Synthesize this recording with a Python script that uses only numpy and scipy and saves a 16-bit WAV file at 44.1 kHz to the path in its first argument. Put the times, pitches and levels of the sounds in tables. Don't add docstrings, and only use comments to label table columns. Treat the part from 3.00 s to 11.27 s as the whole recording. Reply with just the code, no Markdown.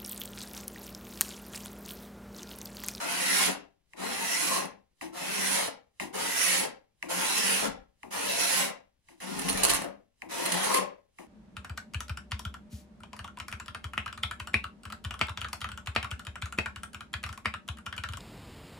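import sys
import numpy as np
from scipy import signal
from scipy.fft import rfft, irfft, next_fast_len
from scipy.io import wavfile
from scipy.ndimage import uniform_filter1d, map_coordinates

SR = 44100
rng = np.random.default_rng(int(sys.argv[2]) if len(sys.argv) > 2 else 0)


def file_out(sig):
    cols = np.atleast_2d(sig).T
    lim = np.clip(cols, -1, 1)
    pcm = np.round(lim * 32767).astype(np.int16)
    wavfile.write(sys.argv[1], SR, pcm)


N = 364662
T = np.arange(N) / SR
HOP_S = 0.0035

# start_s, length_s, attack_s, release_s, hardest_at (share of length), cut_db there,
#   build_up_db, drag_end_db, drag_rise_db, flex_db, mid_stroke_dip_db, treble_lift_db (before effort),
#   fibre_scatter_db, freedom (factor on the lifts of the singing blade)
STROKES = [ (-0.02, 0.52, 0.014, 0.035, 0.87, -29.5, 14, -35, 7.5, -45, 4, 1, 3.5, 1.1),
           (0.956, 0.67, 0.078, 0.027, 0.86, -35, 10, -36, 3, -43, 8, 3, 0.5, 1.9),
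           (2.12, 0.55, 0.051, 0.018, 0.79, -33.5, 14.5, -37, 8.5, -47, 1.5, 3.5, 3.5, 1.4),
           (3.126, 0.52, 0.025, 0.018, 0.8, -32, 11, -37, 0, -42.5, 11.5, 4, 3, 1.4),
           (4.083, 0.59, 0.024, 0.011, 0.8, -33, 5.5, -35.5, 2, -44, 6, 2.5, 3.5, 1.05),
           (5.102, 0.576, 0.025, 0.021, 0.84, -32, 11, -38.5, 4.5, -47.5, 0.5, 3.5, 3.5, 1.4),
           (6.204, 0.58, 0.012, 0.056, 0.95, -35.5, 15, -35, 13, -43.5, 1.5, 1.5, 2.5, 0.73),
           (7.284, 0.51, 0.04, 0.035, 0.99, -34.5, 8, -31.5, 14.5, -47, -1, 1, 2.5, 0.7), ]
# start_s, knock_db, limb_ring_db, skid_db
TAPS = [(0.935, -37, -53, -76), (2.012, -31.5, -39, -44), (2.999, -23.5, -35.5, -39),
        (4.0273, -20.5, -40, -52.5), (5.032, -33, -43, -63.5), (6.087, -44.5, -56.5, -59),
        (6.202, -58, -55, -46), (7.2205, -28, -44.5, -64), (8.187, -39, -45.5, -55.5)]
# freq_hz, relative_density_db
CUT = [(700, -31.5), (1300, 2.5), (1700, 3), (2800, 0.5), (3600, -4), (6500, -3), (8300, -5.5),
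       (10000, -1.5), (12000, -9.5), (15500, -14)]
# freq_hz, relative_density_db
FLEX = [(25, -36.5), (90, -17), (140, -13), (180, -2.5), (270, -1), (350, 3), (420, -7.5), (600, -25),
        (1500, -57.5)]
# freq_hz, width_hz, lift_db
LIMB = [(190, 24, 13), (272, 38, 9.5), (329, 12, 0.5), (542, 100, 9.5), (601, 11, 5), (690, 66, 6.5),
        (783.4, 21, 5.5), (908, 130, 6.5), (1060, 23, 7.5)]


def undb(db):
    return 10 ** (np.asarray(db) / 20)


def unit(x):
    return x / np.sqrt(np.mean(x ** 2))


def along(points, hz):
    f, value = np.transpose(points)
    return np.interp(np.log(hz), np.log(f), value)


def response(points, modes=(), size=8192):
    hz = np.maximum(np.arange(size // 2 + 1) * SR / size, 1)
    db = along(points, hz)
    for f, width, lift in modes:
        db = db + lift / (1 + (2 * (hz - f) / width) ** 2)
    cepstrum = irfft(np.log(undb(db)))
    cepstrum[1:size // 2] *= 2
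    cepstrum[size // 2 + 1:] = 0
    return irfft(np.exp(rfft(cepstrum)))


def ring(x, h):
    return signal.oaconvolve(x, h)[:N]


def walk(knots_per_s):
    knots = rng.standard_normal(N // 32)
    return 0.95 * np.interp(T * knots_per_s, np.arange(len(knots)), knots)


def swell(peak_s, rise_s, fall_s):
    return np.exp(-np.maximum((peak_s - T) / rise_s, (T - peak_s) / fall_s))


def add(track, start_s, sound):
    start = int(start_s * SR)
    track[start:start + len(sound)] += sound[:N - start]


def scraping():
    # freq_hz, width_hz, lift_db (scaled by nearness, freedom and chance),
    #   place and reach (stroke lengths), glide (share of pitch per stroke length)
    blade_modes = [(1420, 78, 14, 0.05, 0.22, 0.03), (1980, 94, 10, 0.5, 0.34, -0.062),
                   (1940, 78, 4, 0.13, 0.3, -0.0067), (2630, 270, 2.5, 0.05, 0.25, 0.013),
                   (2660, 89, 8, 0.4, 0.28, 0), (4120, 170, 8, 0.57, 0.61, 0.043),
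                   (5620, 340, 10, 0.54, 0.16, -0.033), (10300, 1000, 5, 0.67, 0.17, -0.015)]
    wood_modes = [(332, 47, 11.5, 0.16, 0.14, 0), (957, 90, 9.5, 0.28, 0.36, 0.11),
                  (1050, 100, 16, 0.86, 0.12, 0.034), (800, 97, 7, 0.92, 0.2, -0.08),
                  (590, 130, 7, 1.2, 0.83, -0.15), (1150, 1800, -16, 1.32, 0.45, 0)]
    # freq_hz, relative_density_db
    drag_colour = [(250, -32), (420, 1), (600, -4.5), (1050, -4), (1300, 0.5), (2000, -13.5), (4000, -39)]
    late_treble_db = -2
    coarsen = 3

    cut_gain, drag_gain, flex_gain = strokes()
    starts, lengths, *_, lifts, scatters, freedoms = np.transpose(STROKES)
    middles = starts + lengths / 2
    lift_db = np.interp(T, middles, lifts)
    scatter_db = np.interp(T, middles, scatters)
    freedom = np.interp(T, middles, freedoms)
    travel = travelled()

    pressure = undb(.8 * walk(50))
    rasp = np.sin(2 * np.pi * np.cumsum(1 + .25 * walk(120)) / (HOP_S * SR))
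    bite = undb(2.2 * rasp * (1 + np.tanh(walk(14)))) * pressure

    middle, left, right = (fractures(per_s=9000, scatter_db=scatter_db) for _ in range(3))
    crackle = (undb(-7.5) * middle + np.array([left, right])) * bite
    fibres = wander(crackle, depth_db=2.6, rate=13, band_hz=170)
    steel = response(CUT)
    cut = unit(np.array([ring(side, steel) for side in singing(fibres, blade_modes, travel, freedom)]))
    cut = brighten(cut, cut_gain, lift_db + late_treble_db * (travel - .5)) * cut_gain

    slowing = np.exp(-coarsen * np.clip((travel - .7) / .3, 0, 1))
    slips = fractures(per_s=2500 * slowing, scatter_db=0.73 * scatter_db) * bite
    grain = wander(slips, depth_db=2.0, rate=9, band_hz=74.0)
    drag = unit(ring(singing(grain, wood_modes, travel), response(drag_colour, LIMB))) * drag_gain
    flex = unit(ring(slips, response(FLEX, LIMB))) * flex_gain
    return cut + drag + flex


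def strokes():
    build_curve, ease_db = 1.156, 9.5
    flex_attack_s, wood_linger = 0.1, 1.72
    node_at, node_width = 0.48, 0.32
    node_drag = 0.86
    cut, drag, flex = np.zeros((3, N))
    for (start_s, length_s, attack_s, release_s, hardest, cut_db, build_db,
         drag_db, rise_db, flex_db, dip_db, *_) in STROKES:
        travel = np.clip((T - start_s) / length_s, 0, 1)
        hardest = np.clip(hardest, .05, .95)
        before = np.maximum(1 - travel / hardest, 0)
        after = np.maximum(travel - hardest, 0) / (1 - hardest)
        effort_db = -build_db * before ** build_curve - ease_db * after ** 2
        node_db = -dip_db * np.exp(-((travel - node_at) / node_width) ** 2)
        grip_db = node_drag * node_db - rise_db * (1 - travel)
        wood_release_s = wood_linger * release_s
        cut += undb(cut_db + effort_db) * contact(start_s, length_s, attack_s, release_s)
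        drag += undb(drag_db + grip_db) * contact(start_s, length_s, attack_s, wood_release_s)
        flex += undb(flex_db + node_db) * contact(start_s, length_s, flex_attack_s, wood_release_s)
    return cut, drag, flex


def contact(start_s, length_s, attack_s, release_s):
    attack = np.clip((T - start_s) / attack_s, 0, 1)
    over_s = np.maximum(T - start_s - length_s, 0)
    return attack * np.exp(-(over_s / release_s) ** 2.74)


def travelled():
    starts, lengths, *_ = np.transpose(STROKES)
    k = np.maximum(np.searchsorted(starts, T) - 1, 0)
    return (T - starts[k]) / lengths[k]


def fractures(per_s, scatter_db):
    size = undb(scatter_db * np.minimum(rng.exponential(size=N), 5)) / np.sqrt(per_s)
    clicks = (rng.random(N) < per_s / SR) * size * rng.choice([-1, 1], N)
    return clicks / np.sqrt(uniform_filter1d(clicks ** 2, SR // 8) + 1e-12)


def wander(x, depth_db, rate, band_hz):
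    hz, s, frames = signal.stft(x, SR, nperseg=1024)
    knots = rng.standard_normal((400, 200))
    grid = np.meshgrid(hz / band_hz, s * rate, indexing="ij")
    swells = map_coordinates(knots, grid, order=2, mode="mirror")
    return signal.istft(frames * undb(depth_db * swells), SR)[1][..., :N]


def singing(x, modes, travel, freedom=1, flare=0.4, drift=0.01):
    out, detune = x, drift * walk(7)
    for hz, width_hz, lift_db, place, reach, glide in modes:
        pitch_hz = hz * (1 + glide * (travel - place) + detune)
        angle = 2 * np.pi * np.cumsum(pitch_hz) / SR
        pole = np.exp(-np.pi * width_hz / SR)
        band = 0
        for wave in (np.cos(angle), np.sin(angle)):
            band = band + 2 * wave * signal.lfilter([1 - pole], [1, -pole], x * wave)
        near = np.exp(-((travel - place) / reach) ** 2)
        gain_db = freedom * lift_db * near * (0.5 + flare * np.tanh(walk(9)))
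        out = out + band * (undb(gain_db) - 1)
    return out


def brighten(x, gain, lift_db, slope=0.24, pivot_db=-31, shelf_hz=6000):
    treble = signal.sosfilt(signal.butter(1, shelf_hz, "high", fs=SR, output="sos"), x)
    effort = (gain / undb(pivot_db) + 1e-6) ** slope
    return x + treble * (undb(lift_db) * effort - 1)


def chatter(snap_s=0.00047, uneven_db=2.5):
    # start_s, level_db (before uneven hops), skipping_s
    catches = [(1.655, -29, .002), (6.39, -22.5, .01), (6.417, -24, .006), (6.4844, -13.5, .005),
               (6.4949, -14, .005), (6.529, -16.5, .002), (6.574, -20.5, .013), (6.6333, -9.5, .012),
               (6.65, -7, .002), (6.686, -10, .002), (6.695, -11.5, .012), (6.714, -13, .002),
               (6.7355, -11.5, .002), (6.745, -12.5, .002), (6.7483, -17, .002), (6.7556, -18, .002),
               (6.82, -24.5, .002), (6.845, -29, .002), (7.455, -18.5, .01), (7.52, -16, .005),
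               (7.543, -17, .002), (7.632, -20.5, .017), (7.7422, -11, .005), (7.756, -24, .02)]
    # freq_hz, relative_density_db
    snap_colour = [(150, -28), (350, 1.5), (900, -4), (2000, -5), (4200, -12), (7500, -9), (9300, -6.5),
                   (10500, -7.5), (12500, -14.5), (15500, -19.5)]
    # freq_hz, width_hz, lift_db
    snap_modes = [(4320, 220, 10.5), (9600, 650, 6.5)]
    snaps, t = np.zeros(N), T[:SR // 200]
    colour = response(snap_colour, snap_modes, size=1024)
    for start_s, db, length_s in catches:
        chance = rng.standard_normal((8, len(t)))
        steps_s = HOP_S * rng.uniform(.85, 1.15, 8)
        hops = min(int(length_s / HOP_S) + 1, len(chance))
        for k in range(hops):
            snap = np.convolve(chance[k] * t * np.exp(-t / snap_s), colour)
            gain = undb(db - uneven_db * abs(chance[k, -1]))
            add(snaps, start_s + steps_s[:k].sum(), gain * snap / abs(snap).max())
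    return snaps


def taps(knock_hz=2120, knock_s=0.00048, crack_db=-14, crack_s=0.0021, bend_hz=1150, spread_s=0.012,
         bend_s=0.018, skid_s=0.058, rustle_db=-1, rustle_s=0.045, shake_db=-2, ring_s=0.079, rise_s=0.01):
    # freq_hz, width_hz, lift_db
    tick_modes = [(2020, 870, 6)]
    # freq_hz, relative_density_db
    rustle_colour = [(280, -18.5), (480, 2.5), (880, 3.5), (1150, -4.5), (2000, -34.5)]
    # freq_hz, width_hz, lift_db
    knock_modes = [(LIMB[0][0], 7.1, 3.7), (LIMB[2][0], 25, 11)]
    cracks, knocks, rustles, shakes, skids = np.zeros((5, N))
    t = T[:SR // 3]
    lead_s = 0.0012
    for start_s, db, ring_db, skid_db in TAPS:
        chance = rng.standard_normal((4, len(t)))
        crack = undb(db + crack_db) * chance[3] * np.exp(-t / crack_s)
        add(cracks, start_s - lead_s, crack)
        knock = np.sin(2 * np.pi * knock_hz * t) * np.exp(-((t - lead_s) / knock_s) ** 2)
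        add(knocks, start_s - lead_s, undb(db) * knock)
        turns = LIMB[2][0] * t + bend_hz * t / (1 + t / spread_s)
        bend = np.sin(2 * np.pi * turns) * np.exp(-(t / bend_s) ** 2)
        add(knocks, start_s, undb(ring_db) * bend)
        shaken = undb(ring_db) * (1 - np.exp(-t / rise_s))
        add(rustles, start_s, undb(rustle_db) * shaken * chance[0] * np.exp(-t / rustle_s))
        add(shakes, start_s, undb(shake_db) * shaken * chance[1] * np.exp(-t / ring_s))
        add(skids, start_s, undb(skid_db) * chance[2] * np.exp(-(t / skid_s) ** 2))
    steel = response(CUT, tick_modes)
    wood = response(rustle_colour)
    limb = response(FLEX, knock_modes)
    rattle = ring(rustles, wood / np.linalg.norm(wood))
    shake = ring(shakes, limb / np.linalg.norm(limb))
    return knocks + ring(cracks + skids, steel) + rattle + shake


def judder():
    # start_s, rate_hz, length_s, peak_db
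    judders = [(4.628, 191, 0.031, -37), (4.672, 213, 0.028, -31), (6.355, 159, 0.024, -49),
               (6.435, 174, 0.057, -35.5), (7.51, 183.2, 0.083, -35)]
    track = np.zeros(N)
    for start_s, hz, length_s, db in judders:
        t = T[:int(length_s * SR)]
        add(track, start_s, undb(db) * np.sin(np.pi * t / length_s) * np.sin(2 * np.pi * hz * t))
    return track


def shudder():
    # peak_s, level_db, rise_s, fall_s
    shudders = [(4.72, -58.5, 0.12, 0.11), (6.55, -44, 0.06, 0.098), (6.73, -48.5, 0.03, 0.046)]
    # freq_hz, relative_density_db
    rumble_colour = [(15, -20), (35, 1), (55, 3), (90, -13), (160, -10), (400, -79.5)]
    gain = sum(undb(db) * swell(s, rise_s, fall_s) for s, db, rise_s, fall_s in shudders)
    return gain * unit(ring(rng.standard_normal(N), response(rumble_colour)))


def halo(lead_s=0.035, stop_s=0.014):
    gain = sum(swell(start_s, lead_s, stop_s) for start_s, *_ in TAPS)
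    hiss_colour = response([(300, 1.5), (10000, -3.0), (14000, -16)])
    return undb(-67.5) * gain * unit(ring(rng.standard_normal(N), hiss_colour))


def workshop(early_s=0.0082, early_db=2, first_s=0.0023):
    # freq_hz, t60_s
    decay = [(150, 0.4), (750, 0.39), (1300, 0.34), (3500, 0.28), (8000, 0.18), (14000, 0.12)]
    t = T[:int(.7 * SR)]
    hz = np.maximum(np.arange(len(t) // 2 + 1) * SR / len(t), 1)
    noise = rfft(rng.standard_normal(len(t)))
    centres_hz, t60s = np.transpose(decay)
    tail = 0
    for share, t60_s in zip(np.eye(len(decay)), t60s):
        band = irfft(noise * along(np.c_[centres_hz, share], hz), len(t))
        tail = tail + band * np.exp(-np.log(1000) * t / t60_s)
    tail = tail * (t > first_s) * (1 + undb(early_db) * np.exp(-t / early_s))
    spectrum = rfft(tail, 2 * len(t))
    power = uniform_filter1d(uniform_filter1d(abs(spectrum) ** 2, size=100), size=100)
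    return irfft(spectrum / np.sqrt(power))[:len(t)]


def reflections(x, bass_turn_hz=1.5, treble_turn_hz=7):
    bass = signal.sosfilt(signal.butter(1, 1500, fs=SR, output="sos"), x)
    turning_bass = bass * np.exp(2j * np.pi * bass_turn_hz * T)
    shifted = turning_bass + (x - bass) * np.exp(2j * np.pi * treble_turn_hz * T)
    return ring(shifted.real, workshop()) + ring(shifted.imag, workshop())


def close_ports(pair, shared_hz=520):
    size = next_fast_len(N + SR, True)
    hz = np.maximum(np.arange(size // 2 + 1) * SR / size, 1)
    left, right = rfft(pair, size)
    shared = 1 / (1 + (hz / shared_hz) ** 2)
    mixed = shared * left + np.sqrt(1 - shared ** 2) * right
    return np.array([pair[0], irfft(mixed, size)[:N]])


def suppress(x, threshold_db=-52, slope=0.27, deepest_db=-6, window_s=0.0072):
    power = uniform_filter1d(np.mean(x ** 2, axis=0), max(int(window_s * SR), 1))
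    level_db = 10 * np.log10(np.maximum(power, 1e-12))
    return x * undb(np.clip(slope * (level_db - threshold_db), deepest_db, 0))


def scene():
    # freq_hz, gain_db
    left_colour = [(100, 5.5), (1300, 1), (2200, 5), (3300, 5), (4500, 1.5), (8500, 0.5), (9400, -8),
                   (10200, -24.5), (15000, -31)]
    right_colour = [(100, -1), (1300, -4), (2200, 1.5), (3300, 4.5), (4500, 4.5), (8500, 5), (10000, 8.5),
                    (15000, 2.5)]
    # freq_hz, relative_density_db
    air_colour = [(20, -3.5), (60, 0.5), (150, -9), (400, -15.5), (2000, -23.5), (6000, -29),
                  (15000, -37.5)]
    air_db, left_lag_samples = -74.5, 42
    scrape_wet_db, tap_wet_db, skip_wet_db = 0, -7, -2.5

    scrape, skips = scraping(), chatter()
    tap = taps() + judder() + halo()
    direct = scrape + tap + skips + shudder()
    to_walls = undb(scrape_wet_db) * scrape + undb(tap_wet_db) * tap + undb(skip_wet_db) * skips
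    walls = close_ports(np.array([reflections(side) for side in to_walls]))
    shared_air = rng.standard_normal(N)
    ports = []
    for sound, lag, colour in zip(direct + walls, (left_lag_samples, 0), (left_colour, right_colour)):
        own_air = 0.81 * rng.standard_normal(N)
        air = undb(air_db) * unit(ring(shared_air + own_air, response(air_colour)))
        ports.append(ring(np.pad(sound, (lag, 0))[:N] + air, response(colour)))
    return np.array(ports)


def record(dry):
    top_hz = 15800
    low_pass = signal.ellip(10, .2, 80, top_hz, fs=SR, output="sos")
    return signal.sosfilt(low_pass, suppress(dry))


dry = scene()
out = record(dry)
file_out(out)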